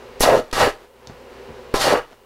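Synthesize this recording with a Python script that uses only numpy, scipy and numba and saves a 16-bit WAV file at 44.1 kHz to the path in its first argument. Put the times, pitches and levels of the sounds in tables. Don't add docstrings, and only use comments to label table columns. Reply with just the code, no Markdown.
import sys
import numpy as np
from scipy import signal
from scipy.fft import rfft, irfft
from scipy.io import wavfile
from numba import njit

SR = 44100
rng = np.random.default_rng(int(sys.argv[2]) if len(sys.argv) > 2 else 0)


def unload_wav(signal):
    wavfile.write(
        sys.argv[1],
        SR,
        np.round(np.clip(np.atleast_2d(signal).T, -1, 1) * 32767).astype(np.int16),
    )


N = 99225

# (f/Hz, relative level/dB)
FAN_SPECTRUM = [(15, -31), (25, -3.5), (66, -14), (206, -15.5), (229, -0.5), (301, -16), (405, -9.5),
                (516, -2.5), (624, -10), (1020, -7.5), (1160, -12.5), (2910, -19.5), (3430, -23.5),
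                (4030, -23), (16000, -48)]
# (f/Hz, width/Hz, boost/dB)
CASE_RINGS = [(386.6, 62, 14), (502.4, 83, 6), (2840, 180, 3.5)]
# (f/Hz, rms level/dB)
MAINS_HUM = [(60, -56), (120, -59)]
FAN_DB = -40.5

# (f/Hz, width/Hz, boost/dB)
BENCH_RINGS = [(283, 36, 5), (365, 36, 3), (408, 36, 3), (498, 50, 5), (616, 50, 5), (792, 40, 8),
               (905, 40, 4), (1032, 40, 6), (1140, 30, 4), (1298, 40, 8), (1657, 40, 7), (1890, 70, 6),
               (2865, 40, 7), (4528, 60, 6)]

# (t/s, peak level/dB)
KNOCKS = [(1.073, -28.5), (1.098, -21.5), (1.493, -27.5), (1.506, -28)]
# (f/Hz, relative level/dB)
KNOCK_SPECTRUM = [(30, -17), (70, -0.5), (130, 3), (250, -6.5), (600, -13), (2000, -23), (5000, -72),
                  (16000, -59)]
# (t/s, peak level/dB, centre f/Hz, width/octaves)
TICKS = [(0.1967, -27, 4000, 3.6), (0.2011, -21, 4000, 1.7), (0.5129, -17.5, 2470, 2),
         (0.515, -21, 2500, 1.9), (1.072, -23.5, 4570, 0.82)]
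KNOCK_DECAY_S, TICK_DECAY_S = 0.054, 0.0012

# (f/Hz, relative level/dB)
SPATTER_SPECTRUM = [(100, -4.5), (500, 5.5), (1500, -3.5), (4000, -13.5), (9000, -24.5), (16000, -32)]
SPATTER_DB, SPATTER_HOLD_S, SPATTER_FADE_S = -37.5, 0.14, 0.022

# (t/s, air puff level/dB, bright fizz level/dB)
IGNITIONS = [(0.205, 1, -10), (.529, -6, -35), (1.739, -3.5, -28.5)]
# (f/Hz, relative level/dB)
FIZZ_SPECTRUM = [(3000, -20), (6000, 1), (8200, -7), (10300, 3.5), (12500, -1.5), (15500, -13.5)]
FIZZ_HOLD_S, FIZZ_FADE_S = 0.025, 0.011
PUFF_HZ, PUFF_RISE_S, PUFF_DECAY_S = 12.4, 0.0037, 0.024

# (t/s, peak level/dB)
POPS = [(0.208, 2.5), (.3735, 0), (0.3961, -4), (0.528, -8.5), (0.6763, 2), (1.7416, 6), (1.869, 2.5),
        (1.882, -1), (1.927, 5), (1.937, 5.5)]
# (f/Hz, relative level/dB)
POP_SPECTRUM = [(30, -17.5), (150, 0), (450, 12.5), (700, 0.5), (1200, -11), (2500, -21.5), (6000, -77.5),
                (16000, -62)]
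POP_DECAY_S = 0.0021

# (t/s, roar level/dB, sputter level/dB, hiss level/dB)
FIRST_ARC = [(0.206, -31, -18.5, -25.5), (0.222, -34, -28.5, -20.5), (0.237, -9.5, -21, -14),
             (0.254, -23.5, -16, -27), (0.277, -9.5, -20, -27.5), (0.31, -12.5, -22.5, -33.5),
             (0.348, -9, -26, -33), (0.376, -18.5, -24.5, -34.5), (0.402, -18, -40, -40)]
SECOND_ARC = [(0.527, -36, -23.5, -26), (0.545, -34, -26.5, -28.5), (0.579, -18, -24.5, -26),
              (0.605, -15.5, -16, -22), (0.639, -12.5, -15.5, -26), (0.674, -17, -21, -31.5),
              (0.707, -36, -34, -40.5)]
THIRD_ARC = [(1.74, -18, -16.5, -30.5), (1.761, -18, -31.5, -26), (1.785, -26, -33.5, -29.5),
             (1.819, -30, -21.5, -19), (1.86, -15, -21, -23), (1.9, -20.5, -17, -27),
             (1.932, -12.5, -20.5, -27), (1.95, -18.5, -18.5, -44), (1.977, -23.5, -26.5, -38.5),
             (2.0, -30, -29, -51)]
ARCS = (FIRST_ARC, SECOND_ARC, THIRD_ARC)
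# (f/Hz, relative level/dB)
ROAR_SPECTRUM = [(40, -18.5), (130, -10.5), (220, -7.5), (300, -8.5), (450, 0), (620, -1), (800, -5),
                 (1050, -6.5), (1600, -19), (4000, -43)]
SPUTTER_SPECTRUM = [(400, -4.5), (800, 1.5), (1150, 2), (1900, -2), (2300, -4.5), (2900, -7.5),
                    (3600, -16.5), (9000, -49.5)]
HISS_SPECTRUM = [(1500, -8.5), (3000, -1), (4300, 2), (6200, -3), (8200, -7.5), (10300, -9), (12500, -13),
                 (15500, -26.5)]
RUMBLE_SPECTRUM = [(8, -16.5), (22, 9.5), (45, -11.5), (85, -1), (150, -6), (400, -35.5)]
ROAR_DB, SPUTTER_DB, HISS_DB, RUMBLE_DB = 10.5, 11, 10.5, -5.5
LIGHT_S, QUENCH_S = 0.0016, 0.0042
BURSTS_PER_S, SPITS_PER_S, SIZZLES_PER_S = 1100, 3000, 12000
PLUME_START_HZ, PLUME_END_HZ, PLUME_GROWTH_S = 1600, 480, 0.048
PLUME_WIDTH, PLUME_DB = 0.55, 4

ROOM_T60_S, ROOM_TREBLE_T60_S = 0.2, 0.22
ROOM_DB, ROOM_GAP_S = -8.5, 0.00247

LIMIT_DB, GAIN_RANGE_DB = -28, 11.5
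DETECTOR_S, GAIN_ATTACK_S, GAIN_HOLD_S, GAIN_RISE_DB_PER_S = 0.004, 0.001, 0.19, 52
CEILING, SELF_NOISE_DB, TOP_HZ = 0.9, -64, 15750


def undb(db):
    return 10 ** (np.asarray(db) / 20)


def unit(x):
    return x / np.sqrt(np.mean(x ** 2))


def colour(x, points, rings=()):
    size = 2 ** 14
    f = np.maximum(np.fft.rfftfreq(size, 1 / SR), 1)
    hz, db = np.array(points, float).T
    shape_db = np.interp(np.log(f), np.log(hz), db)
    for centre, width, boost in rings:
        shape_db = shape_db + boost / (1 + (2 * (f - centre) / width) ** 2)
    cepstrum = irfft(np.log(undb(shape_db)))
    cepstrum[1:size // 2] *= 2
    cepstrum[size // 2 + 1:] = 0
    impulse_response = irfft(np.exp(rfft(cepstrum)))
    return signal.oaconvolve(x, impulse_response)[:N]


@njit
def bandpass(x, hz, width):
    y, band, low = np.empty(len(x)), 0., 0.
    for i in range(len(x)):
        g = np.tan(np.pi * hz[i] / SR)
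        v = (band + g * (x[i] + 1e-18 - low)) / (1 + g * (g + width))
        band, low, y[i] = 2 * v - band, low + 2 * g * v, width * v
    return y


def crackle(rate, scatter_db):
    happens = rng.random(N) < rate / SR
    size = undb(scatter_db * np.clip(rng.standard_normal(N), -2, 2))
    return happens * size * rng.choice([-1, 1], N)


def fade(start, decay):
    age = np.arange(N) / SR - start
    return (age >= 0) * np.exp(-np.maximum(age, 0) / decay)


def held(t, start, hold, release):
    rise = np.clip((t - start) / LIGHT_S, 0, 1)
    return rise * np.exp(-np.maximum(t - start - hold, 0) / release)


def blow(start, decay, points, rings=(), scatter=.1):
    x = scatter * fade(start, decay) * rng.standard_normal(N)
    x[int(start * SR)] += 1
    x = colour(x, points, rings)
    return x / np.abs(x).max()


def welding_set(t):
    fan = undb(FAN_DB) * unit(colour(rng.standard_normal(N), FAN_SPECTRUM, CASE_RINGS))
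    hum = np.zeros(N)
    for hz, db in MAINS_HUM:
        hum += undb(db) * np.sqrt(2) * np.sin(2 * np.pi * (hz * t + rng.random()))
    return fan + hum


def garage(x):
    noise = rng.standard_normal(N)
    low = signal.sosfilt(signal.butter(2, 2500, fs=SR, output="sos"), noise)
    high = signal.sosfilt(signal.butter(2, 2500, "high", fs=SR, output="sos"), noise)
    low_tail = low * fade(ROOM_GAP_S, ROOM_T60_S / np.log(1000))
    high_tail = high * fade(ROOM_GAP_S, ROOM_TREBLE_T60_S / np.log(1000))
    tail = low_tail - high_tail
    return x + undb(ROOM_DB) * signal.fftconvolve(x, tail / np.linalg.norm(tail))[:N]


def knocks():
    return sum(undb(db) * blow(s, KNOCK_DECAY_S, KNOCK_SPECTRUM, scatter=0.019) for s, db in KNOCKS)


def tick(start, hz, octaves):
    f = np.geomspace(100, 16000, 40)
    hump_db = np.maximum(-12 * (np.log2(f / hz) / octaves) ** 2, -28)
    return blow(start, TICK_DECAY_S, list(zip(f, hump_db)), scatter=.6)


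def ticks():
    return sum(undb(db) * tick(s, hz, octaves) for s, db, hz, octaves in TICKS)


def spatter(t):
    glow = sum(held(t, arc[-1][0], SPATTER_HOLD_S, SPATTER_FADE_S) for arc in ARCS)
    return undb(SPATTER_DB) * glow * unit(colour(crackle(SPITS_PER_S, scatter_db=7.5), SPATTER_SPECTRUM))


def ignitions(t):
    fizz = unit(colour(crackle(SIZZLES_PER_S, scatter_db=-4), FIZZ_SPECTRUM))
    total = np.zeros(N)
    for s, puff_db, fizz_db in IGNITIONS:
        swing = np.cos(2 * np.pi * PUFF_HZ * (t - s))
        puff = fade(s, PUFF_DECAY_S) * swing * (1 - fade(s, PUFF_RISE_S))
        total += undb(puff_db) * puff
        total += undb(fizz_db) * fizz * held(t, s, FIZZ_HOLD_S, FIZZ_FADE_S)
    return total


def pops():
    return sum(undb(db) * blow(s, POP_DECAY_S, POP_SPECTRUM, BENCH_RINGS, scatter=0.02) for s, db in POPS)


def arc_layer(drive, level, points, rings=()):
    return colour(drive * level, points, rings) / np.std(colour(drive, points, rings))


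def arcs(t):
    levels, plume_hz = np.zeros((3, N)), np.full(N, float(PLUME_END_HZ))
    for arc in ARCS:
        times, *curves = np.array(arc).T
        burning = held(t, times[0], times[-1] - times[0], QUENCH_S)
        levels += burning * undb([np.interp(t, times, curve) for curve in curves])
        plume_hz += (PLUME_START_HZ - PLUME_END_HZ) * fade(times[0], PLUME_GROWTH_S)
    roar, sputter, hiss = levels
    bursts = crackle(BURSTS_PER_S, scatter_db=2)
    spits = crackle(SPITS_PER_S, scatter_db=2)
    sizzle = crackle(SIZZLES_PER_S, scatter_db=2)
    bursts = bursts + undb(PLUME_DB) * bandpass(bursts, plume_hz, float(PLUME_WIDTH))
    hot_air = rng.standard_normal(N)
    return (undb(ROAR_DB) * arc_layer(bursts, roar, ROAR_SPECTRUM, BENCH_RINGS)
            + undb(SPUTTER_DB) * arc_layer(spits, sputter, SPUTTER_SPECTRUM, BENCH_RINGS)
            + undb(HISS_DB) * arc_layer(sizzle, hiss, HISS_SPECTRUM, BENCH_RINGS)
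            + undb(RUMBLE_DB) * arc_layer(hot_air, np.sqrt(roar * sputter), RUMBLE_SPECTRUM))


def scene():
    t = np.arange(N) / SR
    at_the_bench = knocks() + ticks() + spatter(t) + ignitions(t) + pops() + arcs(t)
    return (welding_set(t) + garage(at_the_bench))[None]


@njit
def duck(over, attack, hold, rise):
    gain, cut, wait = np.empty(len(over)), 1., 0.
    for i in range(len(over)):
        if over[i] > cut:
            cut += (over[i] - cut) * attack
        wait = hold if over[i] > .5 * cut else wait - 1
        if wait < 0:
            cut = max(1., cut * rise)
        gain[i] = 1 / cut
    return gain


def record(dry):
    keep = np.exp(-1 / (DETECTOR_S * SR))
    loudness = np.sqrt(signal.lfilter([1 - keep], [1, -keep], dry[0] ** 2))
    over = np.minimum(loudness / undb(LIMIT_DB), undb(GAIN_RANGE_DB))
    rise_per_sample = float(undb(-GAIN_RISE_DB_PER_S / SR))
    gain = duck(over, 1 / (GAIN_ATTACK_S * SR), float(GAIN_HOLD_S * SR), rise_per_sample)
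    rounded = CEILING * np.tanh(dry * gain / CEILING)
    out = rounded + undb(SELF_NOISE_DB) * rng.standard_normal(N)
    return signal.sosfilt(signal.ellip(10, .2, 70, TOP_HZ, fs=SR, output="sos"), out)


dry = scene()
out = record(dry)
unload_wav(out)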